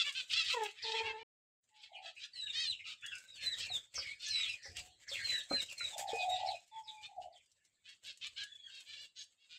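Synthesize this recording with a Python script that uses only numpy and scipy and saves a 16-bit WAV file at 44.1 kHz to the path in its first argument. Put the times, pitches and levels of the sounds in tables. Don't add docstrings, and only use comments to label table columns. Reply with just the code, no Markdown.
import sys
import numpy as np
from scipy import signal
from scipy.fft import rfft, irfft, next_fast_len
from scipy.io import wavfile
from scipy.ndimage import uniform_filter1d, map_coordinates

SR = 44100
rng = np.random.default_rng(int(sys.argv[2]) if len(sys.argv) > 2 else 0)


def generate_wav(signal):
    frames = np.transpose(np.atleast_2d(signal))
    scaled = np.clip(frames, -1, 1) * 32767
    pcm = np.round(scaled).astype(np.int16)
    wavfile.write(sys.argv[1], SR, pcm)


N = 422478
TIME = np.arange(N) / SR

# (time [s], length [s], pitch at the top of the arch [Hz], throat resonance [Hz],
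# level [dB], roughness [0-1])
NASAL_CALLS = [(-.03, 0.061, 676.3, 3604, -32.5, 0.42), (0.039, 0.071, 580, 3030, -40.5, 0.39),
               (0.139, 0.081, 514.3, 3310, -41.5, .45), (0.292, 0.068, 710, 3680, -37, 0.81),
               (0.342, 0.087, 680, 3600, -34.5, .4), (.411, 0.13, 633, 3870, -42, 0.78),
               (0.477, 0.082, 631, 3270, -38.5, 0.69), (0.565, 0.15, 597, 3000, -48.5, 0.95),
               (0.75, 0.072, 615, 3130, -57.5, 0.62), (0.814, 0.14, 646.6, 3770, -44.5, 0.72),
               (0.932, 0.092, 636, 3210, -40.5, 0.68), (1.025, 0.1, 559.3, 2744, -43, 0.51),
               (1.146, 0.099, 584, 3040, -58, 0.48), (1.74, 0.15, 677, 3500, -61, 0.89),
               (2.017, 0.1, 654, 3460, -52.5, 0.6), (2.189, 0.081, 825, 3900, -51, 0.65),
               (2.523, .16, 645.5, 3800, -39.5, 0.13), (2.844, 0.1, 662.4, 3500, -49.5, 0.69),
               (3.405, 0.062, 615, 3600, -49, 0.54), (3.566, 0.099, 646, 4170, -45.5, 0.64),
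               (3.965, 0.18, 637, 3230, -53.5, 0.98), (4.193, 0.11, 731, 4160, -47, 0.6),
               (4.325, 0.17, 627.6, 3170, -45, 0.94), (4.758, 0.048, 583, 3240, -49.5, 0.74),
               (5.112, 0.11, 648, 3440, -52.5, 0.81), (5.286, 0.08, 670, 3540, -52, 0.81),
               (6.253, .27, 656, 3560, -56, 0.9), (7.025, 0.042, 612, 3400, -51.5, 0.52),
               (7.203, 0.045, 649, 3600, -65, 0.81), (7.842, .1, 544, 3450, -58.5, .54),
               (8.039, 0.084, 537, 3770, -50.5, 0.58), (8.206, 0.079, 563, 3460, -46.5, 0.66),
               (8.359, 0.086, 756, 3510, -45.5, 0.63), (8.694, 0.13, 542.5, 3550, -55.5, 0.36),
               (8.848, 0.15, 593, 3560, -54, 0.6), (8.957, .11, 575.4, 3750, -55, 0.26),
               (9.155, 0.085, 547.6, 4180, -53, 0.66), (9.37, 0.14, 544, 3540, -72.5, .4),
               (9.49, 0.097, 489.7, 3580, -57.5, 0.6)]
# (multiple of the resonance [1], level [dB])
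THROAT_SPECTRUM = [(.17, -47), (.3, -30.5), (.39, -17.5), (.55, -15), (.75, -3), (1, -2), (1.25, -6.5),
                   (1.548, -16), (2.099, -24.5), (3, -41), (4, -46.5)]
# (time [s], length [s], start [Hz], middle [Hz], end [Hz], level [dB])
WHISTLE_NOTES = [(2.33, .19, 4660, 3858, 3760, -46), (2.648, 0.087, 4350, 4090, 3210, -40.5),
                 (2.972, .16, 3710, 3393, 3240, -56), (3.244, 0.14, 4070, 3830, 3520, -61),
                 (3.336, 0.16, 4720, 4237, 4100, -52), (3.45, 0.0498, 4090, 4000, 4060, -38.5),
                 (3.497, .05, 4080, 3950, 3640, -42), (3.685, 0.093, 4570, 3750, 3320, -41),
                 (4.024, 0.12, 2600, 2120, 2610, -50.5), (4.28, .17, 4514, 3936, 3760, -38.5),
                 (4.35, .22, 2350, 2453, 2495, -51), (5.211, 0.21, 4530, 3994, 3690, -40),
                 (5.496, .13, 4160, 4114, 3604, -39), (5.767, .115, 4390, 3990, 3650, -43.5),
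                 (5.909, 0.049, 3770, 3610, 3370, -53.5), (6.1, 0.16, 2450, 2506, 2507, -48),
                 (6.25, 0.22, 2630, 2506, 2300, -71), (6.28, 0.092, 3750, 3775, 3846, -42.5),
                 (6.498, .089, 2620, 2560, 2490, -57), (6.71, 0.094, 3570, 3410, 3320, -62.5),
                 (6.931, 0.15, 2500, 2366, 2520, -62), (8.443, .14, 3290, 3445, 3455, -59.5),
                 (8.559, 0.15, 3420, 3318, 3180, -58), (8.606, 0.2, 4470, 4580, 4370, -70.5),
                 (9.157, 0.072, 6650, 6570, 6500, -57.5)]
# (time [s], length [s], start [Hz], end [Hz], level [dB])
CHIRP_NOTES = [(0.295, 0.039, 3455, 1756, -46.5), (0.825, 0.056, 5570, 2880, -43.5),
               (.952, 0.021, 2580, 3650, -49.5), (1.928, 0.071, 3380, 2327, -55),
               (2.164, 0.043, 2880, 2284, -54.5), (2.356, 0.062, 3280, 2650, -55.5),
               (2.465, 0.049, 3340, 2214, -50), (2.712, 0.03, 3860, 2490, -45.5),
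               (2.791, 0.026, 3135, 1975, -51.5), (2.842, .027, 2970, 2370, -51),
               (2.858, 0.073, 1292, 1295, -66.5), (3.022, 0.045, 2380, 3320, -50.5),
               (3.116, 0.054, 3134, 2267, -48.5), (3.03, 0.052, 1447, 2130, -57.5),
               (3.118, 0.046, 1637, 1530, -52), (3.201, 0.046, 1586, 1576, -62.5),
               (3.355, 0.092, 3245, 1945, -55.5), (3.567, 0.15, 3533, 2050, -52),
               (3.953, 0.059, 6220, 4570, -42), (4.258, .098, 6580, 4190, -45.5),
               (4.445, 0.077, 3610, 2607, -44), (4.627, 0.07, 6130, 4830, -55.5),
               (5.078, 0.088, 6450, 2044, -45.5), (5.15, 0.1, 2343, 1648, -48),
               (5.304, 0.11, 2154, 1650, -48), (5.558, .049, 3290, 2430, -50),
               (5.685, 0.041, 3145, 2365, -51.5), (5.797, 0.018, 3130, 1950, -45),
               (6.071, 0.052, 4580, 3090, -48.5), (6.183, 0.066, 4880, 3100, -47),
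               (6.292, 0.17, 2090, 1950, -61.5), (6.46, .066, 5707, 2880, -45.5),
               (6.834, 0.04, 5560, 4730, -66), (6.873, .034, 4660, 3300, -49),
               (7.213, .045, 2900, 3160, -68), (7.324, 0.091, 4940, 2160, -67),
               (8.37, 0.11, 1600, 1787, -56), (8.483, 0.092, 1845, 1770, -69),
               (8.674, 0.034, 1590, 1613, -62.5)]
# (time [s], length [s], start [Hz], end [Hz], roughness [0-1], level [dB])
COO_SYLLABLES = [(1.697, .18, 867, 844, 0.14, -72.5), (1.89, 0.24, 790, 711, 0.71, -60),
                 (4.683, 0.28, 716, 734, 0.24, -72), (5.911, 0.47, 775, 742, 0.77, -46),
                 (6.217, 0.19, 739, 733, 0.3, -40), (6.378, .19, 804, 707, .7, -41),
                 (6.714, .07, 881, 890, 0.1, -52.5), (6.749, 0.082, 889, 883, 0.07, -44),
                 (6.817, 0.25, 871, 848, 0.12, -57.5), (7.073, 0.1, 835, 768, .45, -60.5),
                 (7.164, 0.061, 775, 720, 0.47, -47), (7.226, 0.073, 745, 725, 0.73, -55),
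                 (7.288, 0.094, 730, 710, 0.63, -67.5)]
# (time [s], length [s], start [Hz], held [Hz], level before the throb [dB])
LOW_CALL_NOTES = [(.532, .17, 524, 412, -42), (.83, .44, 452, 445, -48)]
# (multiple of the pitch [1], level [dB])
LOW_CALL_HARMONICS = [(1, -4.5), (2, -1.5), (3, -15), (4, -11), (5, -22)]
# (time [s], level [dB], low-pass cutoff of the blow [Hz],
# thump pitch [Hz], thump level against the blow before doubling [dB])
BOARD_KNOCKS = [(3.701, -63, 930, 732, 11), (3.978, -50.5, 3000, 600, -5), (4.656, -60, 710, 795, -2.5),
                (5.115, -60.5, 800, 550, 8), (5.51, -39.5, 900, 295, -1.5), (5.533, -46.5, 500, 244, -2),
                (5.807, -62, 2510, 1406, 14.5), (6.132, -51, 471, 462, 11.5)]
# (frequency [Hz], level [dB], 60 dB decay time before a cap [s])
BOARD_MODES = [(295, -8.5, 0.17), (546.5, 15, 0.45), (766, 13.5, 0.097), (900, -12, 0.35),
               (990, -21.5, 0.19), (1243, 12, 0.19), (1325, 12, 0.23), (1543, 14.5, 0.31),
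               (1654, -22.5, 0.27)]
# (time [s], length [s], level before a common trim [dB])
FEATHER_FLICKS = [(0.497, 0.057, -55), (0.614, 0.078, -55.5), (3.222, 0.043, -63.5), (3.428, .09, -60),
                  (3.553, 0.099, -66.5), (3.71, 0.08, -55), (4.013, 0.034, -65), (4.449, 0.024, -61),
                  (4.807, 0.097, -64.5), (5.129, 0.058, -52.5), (5.228, 0.19, -58.5), (5.374, 0.034, -49.5),
                  (5.616, 0.025, -49.5), (5.718, 0.022, -53.5), (5.968, 0.089, -47), (6.286, 0.045, -57),
                  (6.664, 0.037, -87), (8.023, 0.076, -72), (8.8, 0.11, -75), (9.003, 0.071, -71.5)]
# (time [s], peak level before a common lift [dB])
CLAW_TICKS = [(2.605, -44), (3.0624, -41), (3.1537, -42.5), (3.183, -45), (3.279, -59.5), (4.7683, -36),
              (4.793, -41), (5.4094, -68), (5.6368, -54), (5.7319, -65), (5.7927, -43), (8.1737, -50.5),
              (8.2685, -41.5), (8.437, -42), (8.7518, -51), (8.805, -47)]
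# (frequency [Hz], level [dB])
TICK_SPECTRUM = [(500, -27.5), (1500, -12.5), (5000, 0), (8000, 1.5), (15000, -7)]
# (frequency [Hz], level [dB])
RUSTLE_SPECTRUM = [(300, -7.5), (430, -11), (540, 0), (680, -6.5), (1100, -6.5), (1700, -1), (3500, 2.5),
                   (5600, -3.5), (7600, 5), (9000, -6.5), (11000, -5.5), (15500, -4.5)]
# (frequency [Hz], level [dB])
CLOSE_SPECTRUM = [(400, -3), (2000, -4), (7000, -4), (14000, 6.5)]
# (time [s], far flock level [dB],
# feather rustle level [dB], handling rumble level before a common lift [dB])
BUSTLE_LEVELS = [(0, -49, -57, -80), (.6, -48.5, -56.5, -73), (1.1, -52, -65, -69.5),
                 (2.3, -51.5, -64, -74.5), (3.0, -52.5, -62.5, -68.5), (3.8, -50.5, -54.5, -64),
                 (4.4, -47.5, -59, -73.5), (4.9, -40, -52, -59), (5.35, -48, -54, -69),
                 (6.0, -50, -55, -68), (6.4, -47.5, -57, -67.5), (7.2, -58.5, -62, -66.5),
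                 (8.1, -54, -62.5, -71), (9.58, -64.5, -62, -77)]
# (time [s], rumble level [dB])
HAND_BUMPS = [(.32, -62), (1.02, -54.5), (2.7, -80), (3.66, -66), (3.95, -59.5), (4.67, -56.5),
              (4.779, -64), (5.505, -59), (7.18, -65.5), (8.26, -74)]
# (frequency [Hz], level [dB])
RUMBLE_SPECTRUM = [(25, -33.5), (55, -6), (95, 6), (170, -10), (300, -16), (600, -8), (1200, -47.5)]
# (frequency [Hz], level [dB])
AIR_SPECTRUM = [(30, -6), (110, -0.5), (300, -2.5), (1000, -5.5), (3000, -8), (5500, -11.5), (7500, -2.5),
                (15500, -7)]
# (frequency [Hz], level [dB])
MICROPHONE_RESPONSE = [(8300, 0.5), (8900, -5.5), (9400, -11.5), (10500, -9.5), (15500, -19.5)]
# (time [s], level [dB])
DROPOUT_LEVEL = [(1.231, 0), (1.235, -70), (1.57, -70), (1.64, 0)]

ARCH, CLEAR_ARCH = 0.0398, .21
NEAR_DB, FLUTTER_DB, FLUTTER_PER_DB = -38.5, 2.5, 0.16
QUIVER, QUIVER_PER_DB = .004, .0005
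CHIRP_SAG = 0.97
PEEP_QUIVER, SHAKE_PER_OCTAVE, MOST_SHAKE = .012, .14, .085
OPEN_DB, SHUT_DB = -37.5, -75
BUMP_RISE_S, BUMP_T60 = 0.027, .5
TOP_HZ = 15600


def undb(db):
    return 10 ** (np.asarray(db) / 20)


def unit(x):
    return x / np.sqrt(np.mean(x ** 2) + 1e-20)


def curves(rows):
    times, *columns = np.transpose(rows)
    return [np.interp(TIME, times, column) for column in columns]


def add(track, s, x):
    start = int(s * SR)
    x = x[max(-start, 0):]
    start = max(start, 0)
    track[start:start + len(x)] += x[:N - start]


def wander(n, hz):
    place = np.arange(n) * hz / SR
    points = rng.standard_normal(int(n / 8) + 4)
    return map_coordinates(points, [place + 1], order=2, mode="wrap")


def colour(x, points, scale=1):
    size = next_fast_len(len(x) + 256)
    hz, db = np.transpose(points)
    bins_hz = np.maximum(np.arange(size // 2 + 1) * SR / size, 1)
    gain = undb(np.interp(np.log(bins_hz), np.log(hz * scale), db))
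    return irfft(rfft(x, size) * gain, size)[:len(x)]


def turn(hz):
    return 2 * np.pi * np.cumsum(hz) / SR


def swell(u, skew, sharp):
    return unit(np.abs(np.sin(np.pi * u ** skew)) ** sharp)


def nasal(length, hz, arch, throat_hz, rough, jitter=.035, bend=.1):
    n = int(length * SR)
    u = np.linspace(0, 1, n)
    unsteady = rough * (jitter * wander(n, 600) + bend * rough * wander(n, 70))
    drift = .035 * np.sqrt(rough) * wander(n, 30)
    arched_hz = hz * (1 - arch * (2 * u - 1) ** 2)
    phase = turn(arched_hz * (1 + unsteady + drift))
    pulses = unit(sum(np.cos(k * phase - k ** 2 / 3) for k in range(1, 17)))
    pulses *= 1 + rough * np.sin(0.34 * phase + wander(n, 120))
    hiss = unit(rng.standard_normal(n) * (1 + np.cos(phase)) ** 2)
    voice = colour(pulses + rough * hiss, THROAT_SPECTRUM, throat_hz)
    effort = swell(u, skew=1.15, sharp=.7)
    return unit(voice * effort * undb(3.6 * rough * wander(n, 130)))


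def glide(length, start_hz, middle_hz, end_hz, quiver, quiver_hz, flutter_db, octave_db, skew, sharp,
          crack=0):
    n = int(length * SR)
    u = np.linspace(0, 1, n)
    edge = np.abs(2 * u - 1)
    outer_hz = np.where(u < .5, start_hz, end_hz)
    hz = middle_hz + (outer_hz - middle_hz) * (edge + edge ** 3) / 2
    breaking = crack * u ** 10
    phase = turn(hz * (1 - breaking + (quiver + breaking) * wander(n, quiver_hz)))
    tone = np.sin(phase) + undb(octave_db) * np.sin(2 * phase)
    return unit(tone * swell(u, skew, sharp) * undb(flutter_db * wander(n, 110)))


def perch(note, echo=.27, count=5):
    out = np.pad(note, (0, SR // 50))
    for lag in rng.integers(SR // 2000, SR // 90, count):
        out[lag:lag + len(note)] += echo * note
    return out * np.linalg.norm(note) / np.linalg.norm(out)


def finches():
    out = np.zeros(N)
    for s, length, hz, throat_hz, db, rough in NASAL_CALLS:
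        arch = ARCH + CLEAR_ARCH * (1 - rough) ** 4
        add(out, s, undb(db) * perch(nasal(length, hz, arch, throat_hz, rough)))
    return out


def whistlers():
    out = np.zeros(N)
    for s, length, start_hz, middle_hz, end_hz, db in WHISTLE_NOTES:
        faint_db = max(NEAR_DB - db, 0)
        note = glide(length, start_hz, middle_hz, end_hz,
                     quiver=QUIVER + QUIVER_PER_DB * faint_db, quiver_hz=591.3,
                     flutter_db=FLUTTER_DB + FLUTTER_PER_DB * faint_db,
                     octave_db=-20, skew=1.62, sharp=0.55, crack=.07)
        add(out, s, undb(db) * perch(note))
    return out


def chirpers():
    out = np.zeros(N)
    for s, length, start_hz, end_hz, db in CHIRP_NOTES:
        middle_hz = CHIRP_SAG * np.sqrt(start_hz * end_hz)
        octaves = abs(np.log2(start_hz / end_hz))
        shake = min(PEEP_QUIVER + SHAKE_PER_OCTAVE * octaves, MOST_SHAKE)
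        note = glide(length, start_hz, middle_hz, end_hz, quiver=shake, quiver_hz=750.6,
                     flutter_db=3.0, octave_db=-29.5, skew=0.81, sharp=0.5)
        add(out, s, undb(db) * perch(note))
    return out


def pigeons(burr_hz=72, burr_swing=0.087, waver=0.079, burr_depth=1.1):
    out = np.zeros(N)
    for s, length, start_hz, end_hz, rough, db in COO_SYLLABLES:
        n = int(length * SR)
        u = np.linspace(0, 1, n)
        burr = np.sin(turn(burr_hz * (1 + .28 * wander(n, 60))))
        sliding_hz = start_hz + (end_hz - start_hz) * u
        hz = sliding_hz * (1 + rough * (burr_swing * burr + waver * wander(n, 167.8)))
        coo = swell(u, skew=0.93, sharp=0.86) * np.sin(turn(hz))
        add(out, s, undb(db) * coo * (1 + burr_depth * rough * burr))
    return colour(out, [(350, -18), (560, 10.0), (730, 2.0), (920, -6.0), (1150, -20)])


def low_caller(throb_hz=23, throb=0.37, settle_s=.06, jitter=.026, shimmer_db=3.0):
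    out = np.zeros(N)
    for s, length, start_hz, held_hz, db in LOW_CALL_NOTES:
        n = int(length * SR)
        hz = held_hz + (start_hz - held_hz) * np.exp(-TIME[:n] / settle_s)
        phase = turn(hz * (1 + jitter * wander(n, 220)))
        voice = unit(sum(undb(part_db) * np.sin(k * phase) for k, part_db in LOW_CALL_HARMONICS))
        envelope = swell(np.linspace(0, 1, n), skew=0.62, sharp=0.99)
        add(out, s, undb(db + shimmer_db * wander(n, 130)) * voice * envelope)
    return out * (1 + throb * np.sin(turn(throb_hz * (1 + .3 * wander(N, 20)))))


def knocks(longest_s=0.19, scuff=0.99, thump_t60=0.094):
    out, t = np.zeros(N), TIME[:SR // 4]
    ring = unit(sum(undb(db - 60 * t / min(t60, longest_s)) * np.sin(2 * np.pi * hz * t)
                    for hz, db, t60 in BOARD_MODES))
    for s, db, bright_hz, thump_hz, thump_db in BOARD_KNOCKS:
        scrape = rng.standard_normal(len(t)) * undb(-60 * t / 0.098)
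        scrape = unit(colour(scrape, [(170, -32.5), (400, 8.5), (1500, 17), (6000, -36)]))
        low_pass = signal.butter(2, bright_hz, fs=SR, output="sos")
        blow = signal.sosfilt(low_pass, ring + scuff * scrape)
        onset = np.minimum(t / 0.0019, 1)
        thump = 2 * np.sin(2 * np.pi * thump_hz * t) * undb(thump_db - 60 * t / thump_t60) * onset
        add(out, s, undb(db) * (blow / np.std(blow[:SR // 50]) + thump))
    return out


def feathers(crackle_db=-3, crackles_per_s=45):
    grains = rng.standard_normal(N) * undb(2.8 * wander(N, 900) + 3.7 * wander(N, 30))
    rustle = colour(grains, RUSTLE_SPECTRUM)
    treble = signal.sosfilt(signal.butter(4, 6500, "high", fs=SR, output="sos"), rustle)
    rustle /= np.std(treble)
    starts = (rng.random(N) < crackles_per_s / SR) * rng.exponential(size=N)
    bursts = signal.fftconvolve(starts, undb(-60 * TIME[:SR // 20] / 0.063))[:N]
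    crackle = unit(colour(rng.standard_normal(N) * bursts, TICK_SPECTRUM))
    return rustle + undb(crackle_db) * crackle


def stirring(gate, flick_db=-1, tick_db=4, tick_t60=.042):
    flicks = np.zeros(N)
    for s, length, db in FEATHER_FLICKS:
        u = np.linspace(0, 1, int(length * SR))
        add(flicks, s, undb(db) * swell(u, skew=0.72, sharp=1.2))
    grain = feathers()
    shuffle = gate * undb(curves(BUSTLE_LEVELS)[1]) * grain
    out = shuffle + undb(flick_db) * flicks * colour(grain, CLOSE_SPECTRUM)
    t = TIME[:SR // 20]
    for s, db in CLAW_TICKS:
        tick = colour(rng.standard_normal(len(t)) * undb(-60 * t / tick_t60), TICK_SPECTRUM)
        add(out, s, undb(db + tick_db) * tick / np.abs(tick).max())
    return out


def far_flock(count=400, lowest_hz=1700, span_octaves=1.6):
    out = np.zeros(N)
    for when, size, pitch, fall, shake in rng.random((count, 5)):
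        hz = lowest_hz * 2 ** (span_octaves * pitch)
        slide = 1 + .2 * fall ** 2
        note = glide(.04 + .09 * size, slide * hz, hz, hz / slide,
                     quiver=.1 * np.sqrt(shake), quiver_hz=690.4,
                     flutter_db=2.0, octave_db=-12.5, skew=0.95, sharp=1.0)
        add(out, when * N / SR, note)
    return unit(out) * undb(curves(BUSTLE_LEVELS)[0])


def handling(gate, rumble_db=1, bump_depth=0.79):
    bumps, t = np.zeros(N), TIME[:SR // 2]
    for s, db in HAND_BUMPS:
        add(bumps, s, np.minimum(t / BUMP_RISE_S, 1) * undb(db - 60 * t / BUMP_T60))
    rumble = unit(colour(rng.standard_normal(N), RUMBLE_SPECTRUM))
    grip = gate * undb(curves(BUSTLE_LEVELS)[2] + rumble_db) * rumble
    thud = unit(colour(rng.standard_normal(N), RUMBLE_SPECTRUM, bump_depth))
    return grip + bumps * thud


def still_air():
    return undb(-79) * unit(colour(rng.standard_normal(N), AIR_SPECTRUM))


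def shed(x, wet_db, t60=0.24, count=14):
    t = TIME[:SR // 2]
    echoes = rng.standard_normal(len(t)) * (t > .003)
    echoes[rng.integers(SR // 400, SR // 40, count)] += 9 * rng.choice([-1, 1], count)
    response = unit(echoes * undb(-60 * t / t60)) * undb(wet_db) / np.sqrt(len(t))
    response[0] += 1
    return signal.fftconvolve(x, response / np.linalg.norm(response))[:N]


def noise_gate(near, slope, follow_s=0.031):
    power = np.abs(uniform_filter1d(near ** 2, size=int(follow_s * SR)))
    near_db = np.clip(10 * np.log10(power + 1e-20), SHUT_DB, OPEN_DB)
    return undb(slope * (near_db - OPEN_DB))


def scene():
    high = shed(finches(), wet_db=-7.0) + shed(whistlers(), wet_db=-7.5) + shed(chirpers(), wet_db=-1.5)
    low = shed(undb(1) * pigeons() + undb(-0.5) * low_caller() + knocks(), wet_db=-12.5)
    stir = shed(stirring(noise_gate(high, slope=0.46)), wet_db=-10.5)
    flock = shed(far_flock(), wet_db=2.0) * noise_gate(high, slope=0.75)
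    rumble = handling(noise_gate(high + low, slope=0.75))
    return (high + low + stir + flock + rumble + still_air())[None]


def suppress(x, threshold_db=-99, depth_db=-8):
    spectrum = signal.stft(x, nperseg=512)[2]
    power = uniform_filter1d(np.abs(spectrum) ** 2, size=3, axis=-2)
    power = uniform_filter1d(power, size=5, axis=-1) + 1e-20
    neighbours = np.abs(uniform_filter1d(power, size=21, axis=-2)) + 1e-20
    gain = np.maximum(power / (power + undb(threshold_db) ** 2), undb(depth_db))
    gain *= np.clip(power / neighbours, .25, 1.2) ** .35
    return signal.istft(spectrum * gain)[1][:, :N]


def record(dry):
    heard = colour(suppress(dry)[0], MICROPHONE_RESPONSE)
    heard = heard * undb(curves(DROPOUT_LEVEL)[0])
    top_cut = signal.ellip(10, .2, 70, TOP_HZ, fs=SR, output="sos")
    return signal.sosfilt(top_cut, heard)[None]


dry = scene()
out = record(dry)
generate_wav(out)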